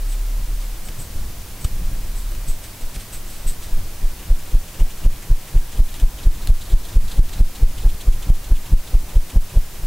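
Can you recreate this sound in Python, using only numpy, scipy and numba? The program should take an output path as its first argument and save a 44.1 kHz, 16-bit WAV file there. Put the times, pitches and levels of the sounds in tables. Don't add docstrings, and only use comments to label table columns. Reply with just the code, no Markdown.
import sys
import numpy as np
from scipy import signal
from scipy.fft import rfft, irfft, next_fast_len
from scipy.io import wavfile
from scipy.ndimage import uniform_filter1d
from numba import njit

SR = 44100
rng = np.random.default_rng(int(sys.argv[2]) if len(sys.argv) > 2 else 0)


def waveform_to_disk(signal):
    frames = np.transpose(np.atleast_2d(signal))
    scaled = np.clip(frames, -1, 1) * 32767
    samples = np.round(scaled).astype(np.int16)
    wavfile.write(sys.argv[1], SR, samples)


N = 434826

# passing moment t/s, pressure level/dB, level of the upswing creak/dB
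TURNS = [(4.3123, 4.5, -35), (4.5485, 5, -36), (4.817, 4, -45), (5.0624, 8.5, -33), (5.314, 5.5, -30),
         (5.5635, 5.5, -30), (5.8015, 6.5, -34), (6.0349, 5.5, -29.5), (6.2704, 7.8, -33),
         (6.5032, 8.5, -33), (6.7371, 6.5, -34), (6.9692, 8.6, -31), (7.1933, 10, -27.5),
         (7.4096, 10.5, -27), (7.633, 7.5, -28.5), (7.8611, 5.5, -28.5), (8.085, 5, -27), (8.3016, 9, -29),
         (8.52, 6, -30.5), (8.7347, 8.5, -30), (8.95, 5.0, -28.5), (9.1675, 6.5, -32.5), (9.3698, 8.5, -30),
         (9.571, 4.5, -34)]


def undb(db):
    return 10 ** (np.asarray(db) / 20)


def coloured(points):
    hz, db = np.transpose(points)
    size = next_fast_len(N)
    f = np.maximum(np.arange(size // 2 + 1) * SR / size, 1)
    shape = undb(np.interp(np.log(f), np.log(hz), db))
    x = irfft(rfft(rng.standard_normal(size)) * shape, size)[:N]
    return x / np.std(x)


def ring(x, hz, width_hz):
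    return signal.lfilter(*signal.iirpeak(hz, hz / width_hz, SR), x)


def grit(spread_db, most_db):
    boost_db = np.minimum(spread_db * rng.exponential(size=N), most_db)
    x = rng.standard_normal(N) * undb(boost_db)
    return x / np.std(x)


def walk(rate):
    k = int(SR / rate)
    held = np.repeat(rng.standard_normal(N // k + 1), k)
    return 1.8 * uniform_filter1d(held, k)[:N]


def add(out, s, x):
    i = int(s * SR)
    out[i:i + len(x)] += x[:len(out) - i]


def burst(source, s, length):
    u = np.arange(int(4 * length * SR)) / (max(length, .001) * SR)
    piece = source[int(s * SR):int(s * SR) + len(u)]
    envelope = (2 * u * np.exp(1 - 2 * u)) ** 2
    return piece * envelope[:len(piece)]


def blade():
    # f/Hz, relative level/dB
    eddy_colour = [(60, -40), (150, 3), (260, 8), (500, 4.5), (1000, -5.5), (2000, -21), (5000, -60)]
    buffet_colour = [(30, -34), (75, 4.5), (140, 0.5), (220, -12), (400, -27.5), (1200, -80)]
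    rush_colour = [(100, -40), (300, 10), (700, 11.5), (2500, 5), (8000, -2.5), (15000, -20)]
    out, t = np.zeros(N), np.arange(-.12, .12, 1 / SR)
    eddies, buffet, rush = coloured(eddy_colour), coloured(buffet_colour), coloured(rush_colour)
    taper = np.sqrt(np.hanning(len(t)))
    rise = 1 / (1 + ((t + 0.0044) / 0.021) ** 2)
    fall = np.exp(-((t + 0.0031) / 0.019) ** 2)
    swell = taper * np.where(t < -.005, rise, fall)
    approach = taper * np.exp(-((t + 0.085) / 0.059) ** 2)
    for s, db, passing, lean, eddy_db, buffet_db in passes():
        u = t / passing * np.where(t < 0, 1.3, 1)
        suction = (2 * u ** 2 - 1) / (1 + u ** 2) ** 2.5
        push = u / (1 + u ** 2) ** 1.5
        pulse = np.cos(lean) * suction + np.sin(lean) * push
        add(out, s + t[0], undb(db) * taper * pulse)
        now = np.minimum(((s + t) * SR).astype(int), N - 1)
        gust = undb(eddy_db) * eddies[now] + undb(buffet_db) * buffet[now]
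        add(out, s + t[0], swell * gust + undb(db - 49.5) * approach * rush[now])
    return out


def passes():
    # passing moment t/s, pressure level/dB, passing time/ms, lean of the blade/rad
    jerks = [(0.8978, -11.6, 22.5, -0.88), (1.007, 0.5, 34.0, 1.37), (1.6506, -0.3, 5.7, -1.66),
             (2.4955, 0.8, 28.7, 2.32), (2.8342, -4.4, 40.0, -0.1), (2.9716, -12.2, 12.8, 0.86),
             (3.4658, 5.6, 26.2, 1.24), (3.7334, 6.7, 26.9, -1.92), (4.0423, 2.2, 25.5, 0.58),
             (9.842, 1.1, 21.3, -1.3)]
    jerk_eddy_db, jerk_buffet_db = -45, -34.5
    usual_db, usual_turn_s = 7, .23
    s, db, _ = np.transpose(TURNS)
    turn_s = np.gradient(s)
    eddy_chance, buffet_chance = rng.standard_normal((len(s), 2)).T
    passing_s = 0.08 * turn_s
    lean_rad = 0.52 + 0.08 * (db - usual_db)
    eddy_db = -38 + 11 * np.log2(usual_turn_s / turn_s) + 1.0 * eddy_chance
    buffet_db = -28 + 1 * (db - usual_db) + 3 * buffet_chance
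    swing = zip(s, db, passing_s, lean_rad, eddy_db, buffet_db)
    loose = [(a, b, ms / 1000, lean, jerk_eddy_db, jerk_buffet_db) for a, b, ms, lean in jerks]
    return loose + list(swing)


def string():
    # t/s, level/dB, broad scrape against it/dB, length/s
    rasps = [(0.078, -35.5, -8, 0.035), (0.106, -36, -2, 0.043), (0.59, -45, 5, 0.063),
             (0.838, -34.5, -10, 0.049), (0.976, -30, -10, 0.06), (1.6003, -33, -10, 0.036),
             (1.638, -29.5, -3, 0.02), (2.141, -34.5, -6, 0.074), (2.469, -27, -8, 0.047),
             (2.623, -36.5, 0.5, 0.046), (2.798, -38, -2, 0.033), (2.935, -37, 3, 0.032),
             (2.99, -38.5, 3, 0.036), (3.118, -27.5, -6.5, 0.05), (3.24, -39, -1.5, 0.15),
             (3.462, -24.5, -7, 0.047), (3.611, -38.5, 4, 0.046)]
    # f/Hz, width of the first of two filters/Hz, level/dB
    rasp_modes = [(8030, 610, -1.5), (7700, 3300, -9.5), (11820, 1900, -13)]
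    # t/s, level/dB, f/Hz, low knock against it/dB, length/s
    snaps = [(0.883, -22.5, 3000, -5, 0.007), (1.644, -20, 2950, 2, 0.0039), (2.317, -25, 2720, -9, 0.0045),
             (2.348, -21.5, 2560, -13, 0.0045), (2.958, -23, 2480, -2, 0.0048),
             (5.939, -22, 3760, -9, 0.0064), (5.997, -21, 3240, -12, 0.0035),
             (6.472, -11, 3930, -23, 0.0023), (6.851, -27, 3280, -3, 0.0037),
             (7.292, -28, 3020, -2, 0.0038)]
    out, slip = np.zeros(N), grit(2.6, 10.0)
    weight = sum(undb(db) * ring(ring(slip, hz, width), hz, 2 * width) for hz, width, db in rasp_modes)
    scrape = ring(slip, 3500, 4800)
    for s, db, scrape_db, length in rasps:
        rasp = 1.56 * weight + undb(scrape_db) * scrape
        add(out, s, undb(db) * burst(rasp, s, length))
    for s, db, hz, length in creaks():
        rub = burst(slip, s, length)
        body = ring(ring(rub, hz, 1500), hz, 2800)
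        add(out, s, undb(db) * (0.85 * body + 0.5 * ring(rub, 6800, 3900)))
    for s, db, hz, knock_db, length in snaps:
        tick = burst(slip, s, length)
        add(out, s, undb(db) * (.5 * ring(tick, hz, 530) + 0.24 * ring(tick, 5600, 9000)))
        add(out, s + .003, undb(db + knock_db) * ring(tick, 700, 1200))
    return out


def creaks():
    # t/s, level/dB
    further = [(4.187, -32), (4.386, -32), (4.504, -34), (4.6736, -33.5), (4.789, -28), (5.032, -30.5),
               (5.12, -35), (5.5676, -30), (5.762, -33), (5.8779, -33), (5.995, -30), (6.225, -32),
               (6.368, -37), (6.472, -32), (6.607, -29), (6.692, -32), (6.845, -32), (6.922, -34),
               (7.073, -31), (7.162, -33), (7.28, -33), (7.818, -36), (7.8804, -32), (8.12, -31),
               (8.55, -32)]
    # t/s, f/Hz
    pull_pitch = [(4.2, 2840), (5.6, 2850), (6.2, 3800), (7.6, 3730), (8.2, 3300), (8.9, 3470), (9.5, 3100)]
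    s, _, db = np.transpose(TURNS)
    turn_s = np.gradient(s)
    further_s, further_db = np.transpose(further)
    moment, size = rng.random(len(s)), rng.standard_normal(len(s))
    upswing_s = s - 0.384 * turn_s
    faint_s = s + turn_s * moment
    when = np.concatenate([upswing_s, faint_s, further_s])
    loud = np.concatenate([db, -37 + 2 * size, further_db])
    scatter = np.exp(0.063 * rng.standard_normal(len(when)))
    hz = np.interp(when, *np.transpose(pull_pitch)) * scatter
    length = 0.092 * np.interp(when, s, turn_s)
    return zip(when, loud, hz, length)


def hum():
    # central f/Hz, then points of t/s, rms level/dB
    spells = [(33.0, [(0.0, -18.5), (0.45, -18.5), (0.76, -24), (0.8, -45)]), (34.5, [(1.76, -38),
              (1.9, -26), (2.35, -21.5), (2.46, -25)])]
    out, t = np.zeros(N), np.arange(N) / SR
    for hz, part in spells:
        s, db = np.transpose(part)
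        phase = 2 * np.pi * np.cumsum(hz * (1 + .02 * walk(5.97))) / SR
        fade = np.clip(np.minimum(t - s[0] + .02, s[-1] - t) / 0.0235, 0, 1)
        overtone = undb(-32 + 1.4 * walk(8.0)) * np.sin(2 * phase)
        tone = np.sin(phase) + overtone
        out += np.sqrt(2) * fade * undb(np.interp(t, s, db)) * tone
    return out


def draught():
    # f/Hz, relative level/dB
    draught_colour = [(4, 12), (10, 14), (16, 5), (22, -2), (32, -7), (60, -15), (100, -23), (215, -35),
                      (500, -50), (2000, -90)]
    lumps_db = 2.2 * walk(12)
    drift_db = 1.5 * walk(3)
    return coloured(draught_colour) * undb(-16.5 + drift_db + lumps_db)


def hiss():
    # f/Hz, relative level/dB
    alike_colour = [(47, -18), (80, -14), (107, 1), (124, -11), (202, -6.5), (231, -12.5), (329, -10.5),
                    (401, -14), (523, -14), (1040, -17), (1380, -19), (3270, -20.5), (15700, -21.5)]
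    opposite_colour = [(18, -28), (30, -49), (100, -13), (183, -3.5), (445, -6), (1530, -7), (3720, -6),
                       (8600, -6), (9540, -12), (10300, -38), (12100, -44), (13800, -42), (15700, -32)]
    # f/Hz, width/Hz, rms level/dB
    whine = [(100, 12, -51), (975, 22, -65), (1625, 11, -67), (2497, 16, -68), (15722, 10, -70)]
    tones = np.zeros(N)
    for hz, width, db in whine:
        to_rms_1 = np.sqrt(SR / np.pi / width)
        tones += undb(db) * to_rms_1 * ring(rng.standard_normal(N), hz, width)
    alike = undb(-39) * coloured(alike_colour) + tones
    opposite = undb(-50) * coloured(opposite_colour)
    return alike + opposite * np.array([[1], [-1]])


def scene():
    balance = undb(-45) * walk(41) * np.array([[1], [-1]])
    air = (blade() + draught()) * (1 + balance)
    return air + hum() + string() + hiss()


@njit
def limit(peak, top, attack, hold, quick, slow, share):
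    gain, a, b, left = np.empty(len(peak)), 0., 0., 0.
    for i in range(len(peak)):
        need = max(1 - top / (peak[i] + 1e-9), 0.)
        if need > a:
            a, left = a + attack * (need - a), hold
        elif left > 0:
            left -= 1
        else:
            a -= quick * a
        b = max(a, b - slow * b)
        gain[i] = 1 - share * b - (1 - share) * a
    return gain


def record(dry):
    w = 2 * np.pi * 14.0
    x = signal.lfilter(*signal.bilinear([1, 0, 0], [1, w / .9, w ** 2], SR), dry)
    x = signal.lfilter(*signal.butter(1, 25.0, "high", fs=SR), x)
    per_s = lambda s: 1 / (s * SR)
    hold, quick, slow, slow_share = .025 * SR, per_s(.005), per_s(.06), .3
    peak = np.abs(x).max(axis=0)
    x = x * limit(peak, .68, per_s(0.00056), hold, quick, slow, slow_share)
    return signal.sosfilt(signal.ellip(12, .2, 80, 15740, fs=SR, output="sos"), x)


dry = scene()
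out = record(dry)
waveform_to_disk(out)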